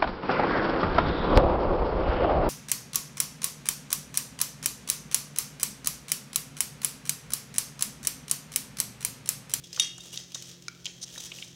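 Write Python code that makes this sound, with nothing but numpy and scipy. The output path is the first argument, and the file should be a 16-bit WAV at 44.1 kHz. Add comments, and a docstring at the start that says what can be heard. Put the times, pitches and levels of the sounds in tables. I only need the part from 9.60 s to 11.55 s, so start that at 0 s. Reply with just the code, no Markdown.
"""Fingers shift flat, brittle, chalky pieces in a steel bowl in a quiet room. The pieces click together, each
impact exciting their brief modes; at 0.2 s one clinks hard on the bowl and sets it ringing. They slide with a
gritty stick-slip rustle and dry ticks, and fingers thud softly. At 1.1 s a piece snaps. Among further clicks an
edge scrapes, and last a held piece taps down dryly. A low electric hum and soft room noise lie under it all."""
import sys
import numpy as np
from scipy import signal
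from scipy.fft import rfft, irfft
from scipy.io import wavfile

SR = 44100
rng = np.random.default_rng(int(sys.argv[2]) if len(sys.argv) > 2 else 0)


def materialize(psi):
    """Save the field psi as 16-bit PCM at rate SR to the path in sys.argv[1].

    A 1-D psi becomes a single channel; in a 2-D psi each row is a channel.
    """
    bounded = np.clip(np.atleast_2d(psi).T, -1, 1)
    quanta = np.round(bounded * 32767).astype(np.int16)
    wavfile.write(sys.argv[1], SR, quanta)


N = 85995
T = np.arange(N) / SR

# impacts between pieces: (t/s, crack level/dB, treble gain/dB, pitch f/Hz, ring level/dB, t60/s)
CLICKS = [(.0361, -45, 4, 3330, -46, .11), (0.128, -32.5, -1, 5000, -38.5, 0.042),
          (0.161, -29.5, -18, 6080, -41.5, 0.031), (0.1751, -45, -10, 1440, -33.5, 0.0093),
          (.2305, -37, -15, 3700, -28, 0.033), (0.3798, -39, 2, 6900, -39, 0.024),
          (0.4045, -43, 9, 3665, -39.5, 0.046), (0.5283, -35.5, 6, 2850, -43, 0.048),
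          (0.5745, -22.5, -16, 3730, -24, 0.0092), (0.745, -25.5, -2, 3720, -34, 0.045),
          (1.2551, -25, -4, 3210, -29.5, 0.029), (1.2655, -36, -3, 3140, -24, 0.012),
          (1.559, -40, 6, 1780, -41.5, 0.018), (1.5782, -31, 1, 3850, -34, 0.027)]
# modes of a flat piece: (ratio to its pitch, gain/dB, share of its t60)
PIECE_MODES = [(0.8, -2, 0.49), (1.002, 5.5, 1), (1.16, -3.5, 1), (1.34, -1.5, 0.6), (1.7, -13, 0.94)]
# spectrum of a contact's crack: (f/Hz, gain/dB)
CRACK_SPECTRUM = [(100, -61), (450, -21.5), (950, -19.5), (1800, -14), (2900, -3), (4500, -6), (6100, 7.5),
                  (7900, -5.5), (9400, -7.5), (11500, -14.5), (16000, -22)]
# modes of the piece that hits the bowl: (f/Hz, level/dB, t60/s)
CLINK_MODES = [(2880, -9, 0.008), (3690, -14.5, 0.056), (5830, -16.5, 0.02), (6954, -19.5, 0.039),
               (9300, -22, 0.042), (10280, -31.5, 0.086)]
# modes of the piece that snaps: (f/Hz, level/dB, t60/s)
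SNAP_MODES = [(1413, -26, 0.019), (2304, -25.5, 0.016), (3980, -22.5, 0.0083), (4730, -24, 0.0065),
              (5240, -22, 0.011), (6430, -19, 0.0052), (8800, -31, 0.008), (10670, -33, 0.0065)]
# lasting modes of the bowl: (f/Hz, gain/dB, t60/s)
BOWL_MODES = [(2400, -48, .3), (2681, -53, .6), (2810, -44, .75), (2880, -43.5, .75), (3260, -30, .38),
              (3306, -37, .42), (3589, -39, .27), (3688, -32, .32), (5886, -46, .33), (6902, -42, .24)]
# spectrum of the bowl's dense modes: (f/Hz, gain/dB)
SHIMMER_SPECTRUM = [(500, -13.5), (1900, 5), (3000, -4.5), (4300, 1.5), (7000, -2.5), (10000, -4),
                    (15000, -10)]
# envelope of the sliding rustle, before brightening: (t/s, level/dB)
SLIDE_ENVELOPE = [(.11, -58.5), (.16, -49), (.36, -58), (.46, -48.5), (.51, -55.5), (.54, -45),
                  (.67, -59.5), (.78, -54), (.89, -49), (.99, -61), (1.40, -57), (1.53, -48.5),
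                  (1.66, -46.5), (1.69, -55), (1.76, -48), (1.86, -51), (1.95, -58)]
# spectrum of the rustle: (f/Hz, gain/dB)
GRIT_SPECTRUM = [(150, -10), (500, -5.5), (950, -13), (2200, -14), (3200, 1), (4400, -6), (6000, 2),
                 (8000, -7), (10500, -15.5), (16000, -19.5)]
# a held piece taps down: (t/s, level/dB, t60/s)
TAPS = [(1.7173, -27.5, 0.021), (1.786, -31, .009), (1.8235, -25, 0.014)]
# spectrum of a tap: (f/Hz, gain/dB)
TAP_SPECTRUM = [(1800, -21), (2300, -0.5), (3000, 3.5), (3800, -0.5), (4500, -15), (15000, -44)]
# an edge scrapes over the heap: (t/s, longest duration/s, first slip's level/dB)
SCRAPES = [(1.414, 0.015, -38), (1.427, 0.018, -30)]
# spectrum of a scrape: (f/Hz, gain/dB)
SCRAPE_SPECTRUM = [(2400, -26), (3800, -6), (5000, -6), (6000, 3.5), (8000, -15.5), (9100, -6),
                   (10200, -28), (16000, -28)]
# short, dry clicks of pieces touching: (t/s, level/dB)
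TICKS = [(.041, -41), (.0701, -43.5), (.1452, -34.5), (.1905, -35), (.2455, -34), (.4463, -46), (.546, -37),
         (.5585, -40), (.5885, -38.5), (.6363, -45.5), (.7192, -37.5), (.7795, -42), (.7995, -42),
         (.8224, -31.5), (.8972, -45), (.9135, -38), (1.0222, -41), (1.037, -50), (1.2448, -37),
         (1.6057, -34.5), (1.656, -34), (1.7504, -42), (1.8385, -43)]
# spectrum of a tick: (f/Hz, gain/dB)
TICK_SPECTRUM = [(1800, -18), (3300, 2), (4500, -1.5), (6200, 3), (10000, -12.5), (16000, -19.5)]
# soft finger thuds: (t/s, level/dB)
KNOCKS = [(.176, -37.5), (.381, -45.5), (.754, -39.5), (1.272, -49), (1.576, -40.5), (1.718, -47.5)]
# spectrum of a knock: (f/Hz, gain/dB)
KNOCK_SPECTRUM = [(150, -43), (480, 5.5), (1500, 3.5), (4000, -45)]
# partials of the hum: (f/Hz, rms level/dB)
HUM_PARTIALS = [(131.3, -61), (175.2, -59), (263, -71), (350.4, -67)]
# spectrum of the room noise: (f/Hz, gain/dB)
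AIR_SPECTRUM = [(30, -29), (52, 1), (105, -0.5), (135, 9.5), (160, 0.5), (480, -5.5), (900, -17.5),
                (3300, -13.5), (6000, -18), (9000, -25)]

CLINK_S, SNAP_S = 0.197, 1.0822
TREBLE_FROM_HZ, TREBLE_FULL_HZ = 6600, 8660


def clicks(scatter=0.68, size=8192):
    """Impact excites free vibration; irregular outlines detune the modes. Returns cracks and rings."""
    cracks, rings = np.zeros((2, N))
    for s, crack_db, treble_db, hz, ring_db, t60 in CLICKS:
        modes = []
        for ratio, db, life in PIECE_MODES:
            detune = 1 + abs(ratio - 1) * scatter * rng.uniform(-0.67, 1)
            modes.append((hz * ratio * detune, ring_db + db, t60 * life))
        add(cracks, s, crack(crack_db, t60, treble_db))
        add(rings, s, ring(modes, T[:size]) * attack(T[:size], t60))
    return cracks, rings


def blow(s, modes, db, t60, treble_db=0):
    """Impulsive excitation: a hard hit or a fracture gives a crack and a ring. 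Returns both."""
    cracks, rings = np.zeros((2, N))
    add(cracks, s, crack(db, t60, treble_db))
    add(rings, s, ring(modes, T) * attack(T, t60))
    return cracks, rings


def crack(db, t60, treble_db=0, spectrum=CRACK_SPECTRUM, size=8192):
    """Modal overlap: the many short-lived modes of a contact merge into a burst of noise."""
    envelope = fade(T[:size], t60) * attack(T[:size], t60)
    burst = colour(rng.standard_normal(size) * envelope, spectrum)
    burst = colour(burst, [(TREBLE_FROM_HZ, 0), (TREBLE_FULL_HZ, treble_db)])
    return from_db(db) * rms_one(burst) * np.sqrt(np.mean(envelope ** 2))


def ring(modes, t):
    """Superposition: a struck body's motion is a sum of damped sines, here of alternating sign."""
    return sum((-1) ** k * from_db(db) * fade(t, t60) * np.sin(2 * np.pi * hz * t)
               for k, (hz, db, t60) in enumerate(modes))


def bowl(light, clink_crack, coupling_db=-21.5, modes_db=0.5, shimmer_db=-4, rise_s=0.029):
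    """Resonance: contacts drive the steel's clear modes and a dense shimmer that swells and dies."""
    drive = from_db(coupling_db) * light
    add(drive, CLINK_S, np.ones(1))  # the clink acts as a unit impulse
    clear = convolve(drive, ring(BOWL_MODES, T))
    envelope = fade(T, t60=0.28) * np.minimum(T / rise_s, 1)
    dense = colour(rng.standard_normal(N) * envelope, SHIMMER_SPECTRUM) / np.sqrt(np.sum(envelope ** 2))
    shimmer = convolve(light + clink_crack, dense)
    return from_db(modes_db) * clear + from_db(shimmer_db) * shimmer


def rustle(peak_slips_per_s=1500, spread_db=3, brightening=0.92):
    """Sliding friction: rough faces move in tiny slips, denser, louder and brighter with force."""
    level = from_db(np.interp(T, *np.transpose(SLIDE_ENVELOPE)))
    force = level / level.max()
    onsets = rng.random(N) < peak_slips_per_s * np.sqrt(force) / SR
    sizes = from_db(spread_db * np.minimum(rng.exponential(1, N), 5))
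    energy = np.abs(convolve(onsets * sizes ** 2, fade(T, t60=0.012) ** 2))  # slips add in energy
    grit = rms_one(colour(np.sqrt(energy) * rng.standard_normal(N), GRIT_SPECTRUM))
    treble = signal.sosfiltfilt(signal.butter(2, TREBLE_FULL_HZ, "high", fs=SR, output="sos"), grit)
    return level * (grit + treble * ((2 * force) ** brightening - 1))


def taps():
    """Damping: fingers stop a held piece's vibration at once, leaving a broad, dry click."""
    out = np.zeros(N)
    for s, db, t60 in TAPS:
        add(out, s, crack(db, t60, spectrum=TAP_SPECTRUM))
    return out


def scrapes(max_slips=12, mean_gap_s=0.0015, fade_db_per_s=296):
    """Stick-slip motion: an edge catches and lets go at uneven intervals, weakening as it goes."""
    out = np.zeros(N)
    for s, duration, db in SCRAPES:
        gaps = mean_gap_s * (0.5 + rng.random(max_slips))
        for t in np.cumsum(gaps) - gaps[0]:
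            slip = crack(db - fade_db_per_s * t, t60=0.019, spectrum=SCRAPE_SPECTRUM)
            add(out, s + t, (t < duration) * slip)
    return out


def ticks():
    """Contact transients: short, dry clicks of pieces touching."""
    out = np.zeros(N)
    for s, db in TICKS:
        add(out, s, crack(db, t60=0.025, spectrum=TICK_SPECTRUM))
    return out


def knocks():
    """Damped impact: fingers thud softly against the pieces, dulled by the hand."""
    out = np.zeros(N)
    for s, db in KNOCKS:
        add(out, s, crack(db, t60=0.027, spectrum=KNOCK_SPECTRUM))
    return out


def room(x, gain_db=-18, t60=0.58, delay_s=0.0015):
    """Reverberation: reflections from the walls merge into a short, diffuse tail."""
    tail = rng.standard_normal(N) * fade(T, t60) * (T > delay_s)
    tail /= np.sqrt(np.sum(tail ** 2))
    tail = colour(tail, [(2000, 7.5), (7000, 0), (15000, -51)])
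    return from_db(gain_db) * convolve(x, tail)


def background(air_db=-57.5, waver_depth=0.06, waver_hz=5.5):
    """Forced vibration: a motor hums in slightly wavering partials over soft room noise."""
    out = from_db(air_db) * rms_one(colour(rng.standard_normal(N), AIR_SPECTRUM))
    for hz, db in HUM_PARTIALS:
        amplitude = from_db(db) * np.sqrt(2) * (1 + waver_depth * drift(waver_hz))
        out += amplitude * np.sin(2 * np.pi * (hz * T + rng.random()))
    return out


def drift(hz):
    """Low-pass noise: slow random movement of unit rms, rolling off above the given rate."""
    return rms_one(colour(rng.standard_normal(N), [(hz, 0), (10 * hz, -90)]))


def attack(t, t60, share=0.035):
    """Exponential build-up: its time constant is a share of t60, so brief contacts start faster."""
    return 1 - np.exp(-t / (share * t60))


def fade(t, t60):
    """Exponential decay: 60 dB in t60."""
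    return 1000.0 ** (-t / t60)


def colour(x, spectrum):
    """Minimum-phase filtering: apply a (f/Hz, gain/dB) curve so that nothing sounds early."""
    hz, db = np.transpose(spectrum)
    bin_hz = np.maximum(np.abs(np.fft.fftfreq(len(x))) * SR, 1)
    log_gain = np.log(from_db(np.interp(np.log(bin_hz), np.log(hz), db)))
    response = np.exp(np.conj(signal.hilbert(log_gain)))
    return irfft(rfft(x) * response[:len(x) // 2 + 1], len(x))


def convolve(x, response):
    """Convolution: pass a sound through an impulse response."""
    return signal.fftconvolve(x, response)[:N]


def add(out, s, sound):
    """Superposition: mix a sound in at s seconds."""
    i = int(s * SR)
    out[i:i + len(sound)] += sound[:N - i]


def from_db(db):
    """Decibel law: level to amplitude ratio."""
    return 10 ** (np.asarray(db) / 20)


def rms_one(x):
    """Normalisation: scale to unit rms."""
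    return x / np.sqrt(np.mean(x ** 2) + 1e-20)


def scene():
    """Coupling: loose contacts drive the bowl, held pieces do not; all of them excite the room."""
    cracks, rings = clicks()
    clink_crack, clink_ring = blow(CLINK_S, CLINK_MODES, db=-12, t60=0.025)
    snap = sum(blow(SNAP_S, SNAP_MODES, db=-29.5, t60=0.019, treble_db=-8))
    light = cracks + ticks() + rustle()
    held = snap + taps() + scrapes()
    direct = light + rings + clink_crack + clink_ring + bowl(light, clink_crack) + held + knocks()
    return (direct + room(direct) + background())[None]


def record(dry, low_cut_hz=36, high_cut_hz=15800):
    """Band limiting: the microphone sheds the deepest bass, and the top is cut steeply."""
    x = signal.sosfilt(signal.butter(4, low_cut_hz, "high", fs=SR, output="sos"), dry)
    return signal.sosfilt(signal.ellip(10, 0.1, 80, high_cut_hz, fs=SR, output="sos"), x)


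dry = scene()
out = record(dry)
materialize(out)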